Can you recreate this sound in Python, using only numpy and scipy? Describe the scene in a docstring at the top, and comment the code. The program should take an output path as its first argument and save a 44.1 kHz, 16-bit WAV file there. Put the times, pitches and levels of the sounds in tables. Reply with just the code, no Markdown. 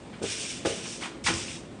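"""A small tiled kitchen, heard from across the room: a faint sole slap, then a dustpan is nudged twice
and knocks hollowly (struck modes). Bristles and grit hiss over the tiles after each push (shaped noise
and ticks) and single grains ping (short tone bursts). Slipper soles slap (noise bursts) and heels thud
(struck slab modes) with the pushes and later; one last strong rub dies away.
A fridge (wavering sines) and the house (shaped noise) rumble softly underneath throughout."""
import sys
import numpy as np
from scipy import signal
from scipy.fft import rfft, irfft, next_fast_len
from scipy.io import wavfile
from scipy.ndimage import uniform_filter1d, map_coordinates

SR = 44100
rng = np.random.default_rng(int(sys.argv[2]) if len(sys.argv) > 2 else 0)


def store_wav(level_fs):
    """Save 16-bit WAV to argv[1]."""
    pcm = np.round(np.clip(np.atleast_2d(level_fs), -1, 1) * 32767)
    wavfile.write(sys.argv[1], SR, pcm.T.astype(np.int16))


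def elevation(decibels):
    """Turn decibel levels (scalar or array-like) into linear amplitude ratios."""
    levels = np.asarray(decibels, float)
    return 10 ** (levels / 20)


N = 79380
T = np.arange(N) / SR

# dustpan contacts with the floor: start_s, strength_db, favoured_pitch_hz (of that spot of the pan)
PAN_KNOCKS = [(.2167, -25.5, 370), (.2222, -22.5, 350), (.2335, -29, 400), (.2395, -21.5, 430),
              (.2495, -31.5, 380), (.260, -36.5, 444), (.6507, -18.5, 600), (.6565, -16, 414),
              (.6625, -15.5, 477), (.6748, -20.5, 480), (.694, -25, 490), (.707, -26.5, 486),
              (.725, -33.5, 477), (0.752, -38, 480), (.80, -39.5, 470)]
# ringing modes of the hollow pan: pitch_hz, level_db, t60_s
PAN_MODES = [(304, -4, 0.047), (346, -11.5, 0.074), (411, -3, 0.066), (445.7, -3, .09), (535, -6.5, 0.067),
             (617.5, -14.5, 0.097), (783, -7, 0.047), (1225, -5, 0.04), (1480, -4, 0.042), (2650, -10, .04)]
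# pressure of the drag over the tiles: time_s, pressure_db, coarse_share_db (scrape against hiss)
DRAG_PRESSURE = [(0, -66, 0), (0.214, -65, 3), (0.229, -38, -10), (.255, -39.5, 0.5), (.32, -33, -8),
                 (.345, -37, -4), (.43, -37, -7.5), (.51, -37, -6.5), (0.581, -43, -6), (.645, -52.5, 0),
                 (.66, -34.5, -3.5), (.73, -39.5, -2.5), (.82, -42.5, -6), (.87, -42, -2.5),
                 (0.884, -40, -21), (.93, -39.5, -7.5), (.995, -47, -11), (1.02, -41.5, -9),
                 (1.08, -46.5, -7), (1.12, -59.5, -8), (1.17, -82, -12), (1.234, -80, -16),
                 (1.241, -38, -15), (1.27, -27, -5), (1.331, -37.5, -4.5), (1.37, -35, -9),
                 (1.419, -38, -6), (1.47, -43, -8), (1.50, -41, -4), (1.57, -44, -5), (1.605, -55, -11.5),
                 (1.68, -86, -16), (1.8, -71, -16)]
# spectrum of the bristle hiss: freq_hz, density_db (per Hz, relative)
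BRISTLE_HISS = [(300, -43), (1000, -22.5), (1700, -20), (2400, -4), (3300, -6), (4200, -7.5), (5500, -1.5),
                (7000, -5), (8800, -4), (10500, -9.5), (14000, -39)]
# resonances of the scraped pan edge: pitch_hz, width_hz, level_db
EDGE_RESONANCES = [(600, 600, -14.5), (1500, 430, -5.5), (2247, 500, -2), (2870, 320, 1.5), (3540, 406, 0)]
# single grains of grit flicked by the bristles: centre_s, peak_db, pitch_hz
FLICKED_GRAINS = [(.505, -31, 2850), (0.878, -28, 5800), (0.89, -38, 5600), (1.028, -30, 2190),
                  (1.038, -27.5, 3020), (1.246, -34, 2190), (1.270, -20, 2140), (1.34, -21, 5500),
                  (1.352, -32, 5000), (1.483, -31.5, 2540), (1.515, -35, 2400)]
# flat slaps of soles and pan lip: start_s, strength_db, rise_s, t60_s, favoured_pitch_hz
SOLE_SLAPS = [(.127, -40, 0.0095, 0.15, 2200), (0.65, -30.5, 0.0023, 0.09, 1300),
              (0.854, -37, 0.0032, 0.098, 1500), (1.008, -35, .003, .1, 2310),
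              (1.02, -28, 0.0087, 0.14, 2060), (1.044, -30, .01, 0.15, 1300),
              (1.261, -21.5, 0.0042, 0.19, 1900), (1.279, -24, 0.0018, 0.16, 1750)]
# resonances of the sole: pitch_hz, width_hz, level_db
SOLE_RESONANCES = [(793, 340, 4), (1300, 560, 3.5), (1900, 406, 3), (2400, 167, 3.5), (3070, 750, -1),
                   (4860, 1170, -6.5), (7640, 3300, -14.5)]
# heels on the floor: start_s, strength_db, favoured_pitch_hz
HEEL_THUDS = [(.228, -34, 105), (0.662, -33, 98), (1.245, -32.5, 105), (1.284, -25, 248), (1.302, -21, 300),
              (1.335, -28.5, 306), (1.36, -30.5, 106), (1.498, -44, 106), (1.545, -48.5, 246),
              (1.636, -45.5, 237)]
# modes of the floor slab: pitch_hz, level_db, t60_s
SLAB_MODES = [(59.3, -33, 0.16), (96, -15, 0.4), (111.2, 2.5, 0.13), (198, -2, 0.095), (244, -3, 0.076),
              (336, -0.5, 0.07), (472, 6, 0.028)]
# decay of the kitchen's tail: freq_hz, t60_s
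KITCHEN_DECAY = [(100, .5), (500, 0.67), (2000, 0.55), (9000, 0.5)]
# spectrum of the house air: freq_hz, density_db (per Hz, relative)
HOUSE_SPECTRUM = [(20, -41), (45, -8.5), (110, -6), (240, 0.5), (400, -7.5), (600, -11.5), (900, -16.5),
                  (1500, -21.5), (3000, -25.5), (3900, -28.5), (6000, -35.5), (9000, -32), (10500, -37),
                  (14000, -64)]
# fridge hum lines: pitch_hz, level_db
FRIDGE_HUM = [(57, -58.5), (114, -57.5), (230, -53.5), (345, -53), (415, -59.5), (535, -59)]
# treble response of the microphone: freq_hz, gain_db
MIC_TREBLE = [(8800, 0), (9500, -5.5), (10600, -15)]

FOCUS = 1.46  # how narrowly a contact favours its pitch
SPREAD_DB, CRACKLE_DB, HUM_WAVER_DB, FLUTTER_DB = 1.5, 2.5, 2, 0.6  # depths of random variation
PATCHY_DB = 1.3  # unevenness of the rubbing noise
GRIT_PER_S, GRIT_DB, GRIT_SPREAD_DB = 2500, -7.5, 4.5  # GRIT_DB is against the rubbing noise
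GRAIN_CYCLES = 13.2  # between the points 35 dB below the peak
HOUSE_DB = -43.5
PAN_ROOM_DB, FEET_ROOM_DB, DRAG_ROOM_DB = -9, -6.5, -10.5  # tail against each direct sound
LOW_CUT_HZ = 27.8  # corner of each of the three low cuts


def unit(x):
    """Scaled to rms 1."""
    return x / np.sqrt(np.mean(x ** 2) + 1e-20)


def along(points, hz):
    """Reads a (Hz, value) curve on a log frequency axis."""
    f, v = np.transpose(points)
    return np.interp(np.log(hz + 1), np.log(f + 1), v)


def wobble(rate):
    """A smooth random curve, rate knots a second; zero once its N // 100 knots run out."""
    return map_coordinates(rng.standard_normal(N // 100), [T * rate])


def filtered(x, response):
    """x times a complex response of frequency."""
    m = next_fast_len(len(x) + 8192)
    return irfft(rfft(x, m) * response(np.fft.rfftfreq(m, 1 / SR)), m)[:len(x)]


def resonant(x, peaks):
    """x through parallel causal resonances (Hz, width Hz, dB) of alternating sign."""
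    def response(f):
        total = 0
        for k, (centre, width, db) in enumerate(peaks):
            band = 1j * f * width / (centre * centre - f * f + 1j * f * width)
            total = total + (-1) ** k * elevation(db) * band
        return total
    return filtered(x, response)


def patchy(depth_db):
    """White noise whose gain varies in random patches of time and frequency."""
    z = signal.stft(rng.standard_normal(N), nperseg=512)[2]
    field = uniform_filter1d(rng.standard_normal(z.shape), size=5, axis=0)
    field = uniform_filter1d(field, size=8, axis=1)
    return unit(signal.istft(z * elevation(depth_db * unit(field)), nperseg=512)[1][:N])


def blow(start_s, strength_db, modes, focus_hz, rise_s):
    """Decaying modes struck together; those far from the favoured pitch stay weak."""
    t = np.clip(T - start_s, 0, None)
    ring = 0
    for hz, level_db, t60 in modes:
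        db = strength_db + level_db + SPREAD_DB * rng.standard_normal()
        weakening = np.hypot(1, FOCUS * (hz / focus_hz - focus_hz / hz))
        ring = ring + elevation(db - 60 * t / t60) * np.sin(2 * np.pi * hz * t) / weakening
    return -(1 - np.exp(-t / rise_s)) * ring


def dustpan():
    """Every contact rings the modes of the same hollow pan."""
    return sum(blow(s, db, PAN_MODES, hz, rise_s=0.001) for s, db, hz in PAN_KNOCKS)


def rubbing():
    """Patchy friction noise peppered with grit ticks of random strength and sign."""
    draws = rng.random((2, N))
    ticks = draws[0] < GRIT_PER_S / SR
    strength = elevation(-GRIT_SPREAD_DB * np.log(1 - .98 * draws[1]))
    grit = ticks * strength * np.sign(rng.standard_normal(N))
    return patchy(PATCHY_DB) + elevation(GRIT_DB) * unit(grit)


def drag():
    """One pressure drives a fine bristle hiss and a coarser scrape through the pan edge's resonances."""
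    s, pressure_db, coarse_db = np.transpose(DRAG_PRESSURE)
    fine = unit(filtered(rubbing(), lambda f: elevation(along(BRISTLE_HISS, f))))
    scrape = resonant(rubbing(), EDGE_RESONANCES)
    coarse = unit(resonant(scrape, [(2650, 8700, 0)]))  # one broad hump over the whole scrape
    level = elevation(np.interp(T, s, pressure_db) + FLUTTER_DB * wobble(39.2))
    return level * (fine + elevation(np.interp(T, s, coarse_db)) * coarse)


def grains():
    """Each flicked grain is a few soft-edged cycles."""
    pings = 0
    for s, db, hz in FLICKED_GRAINS:
        t = T - s
        edge = np.exp(-(t * hz * 4 / GRAIN_CYCLES) ** 2)
        pings = pings + elevation(db) * edge * np.sin(2 * np.pi * hz * t)
    return pings


def slaps():
    """Each slap is crackly noise through the sole's resonances, rising fast and dying away."""
    bursts = 0
    for s, db, rise, t60, hz in SOLE_SLAPS:
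        t = np.clip(T - s, 0, None)
        crackle = rng.standard_normal(N) * elevation(CRACKLE_DB * wobble(600))
        slap = unit(resonant(resonant(crackle, SOLE_RESONANCES), [(hz, 1.57 * hz, 0)]))
        bursts = bursts + elevation(db - 60 * t / t60) * (1 - np.exp(-t / rise)) * slap
    return bursts


def heels():
    """Each heel rings the low modes of the floor slab."""
    return sum(blow(s, db, SLAB_MODES, hz, rise_s=0.0015) for s, db, hz in HEEL_THUDS)


def kitchen(x):
    """The room's tail: noise in which each frequency dies at its own speed."""
    hz, t, z = signal.stft(rng.standard_normal(SR // 2), SR, nperseg=256)
    decay = elevation(-60 * t / along(KITCHEN_DECAY, hz)[:, None])
    tail = signal.istft(z * decay, SR, nperseg=256)[1]
    late = np.pad(x, (200, 0))  # the tail starts 200 samples after the direct sound
    return signal.fftconvolve(late, tail / np.linalg.norm(tail))[:N]


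def fridge():
    """A few hum lines that waver in level and phase."""
    hum = 0
    for hz, db in FRIDGE_HUM:
        level = elevation(db + HUM_WAVER_DB * wobble(12.75))
        hum = hum + level * np.sin(2 * np.pi * hz * T + 1.33 * wobble(12))
    return hum


def house():
    """Steady rumble and hiss: slightly patchy noise given the spectrum of the house."""
    air = filtered(patchy(depth_db=1), lambda f: elevation(along(HOUSE_SPECTRUM, f)))
    return elevation(HOUSE_DB) * unit(air)


def scene():
    """All sources, with the room's tail on the pan, the feet and the rubbing."""
    pan = dustpan()
    rub = drag() + grains()
    feet = slaps() + heels()
    wet = elevation(PAN_ROOM_DB) * kitchen(pan)
    wet = wet + elevation(DRAG_ROOM_DB) * kitchen(rub)
    wet = wet + elevation(FEET_ROOM_DB) * kitchen(feet)
    return (pan + rub + feet + wet + fridge() + house())[None]


def top_cut(x):
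    """Nothing passes above the cut-off."""
    return signal.sosfilt(signal.butter(12, 10640, fs=SR, output="sos"), x)


def record(dry):
    """A phone microphone that rolls off at both ends."""
    def microphone(f):
        low_cut = (1j * f / (LOW_CUT_HZ + 1j * f)) ** 3
        return elevation(along(MIC_TREBLE, f)) * low_cut
    mix = filtered(dry[0], microphone)[None]
    return top_cut(mix)


dry = scene()
out = record(dry)
store_wav(out)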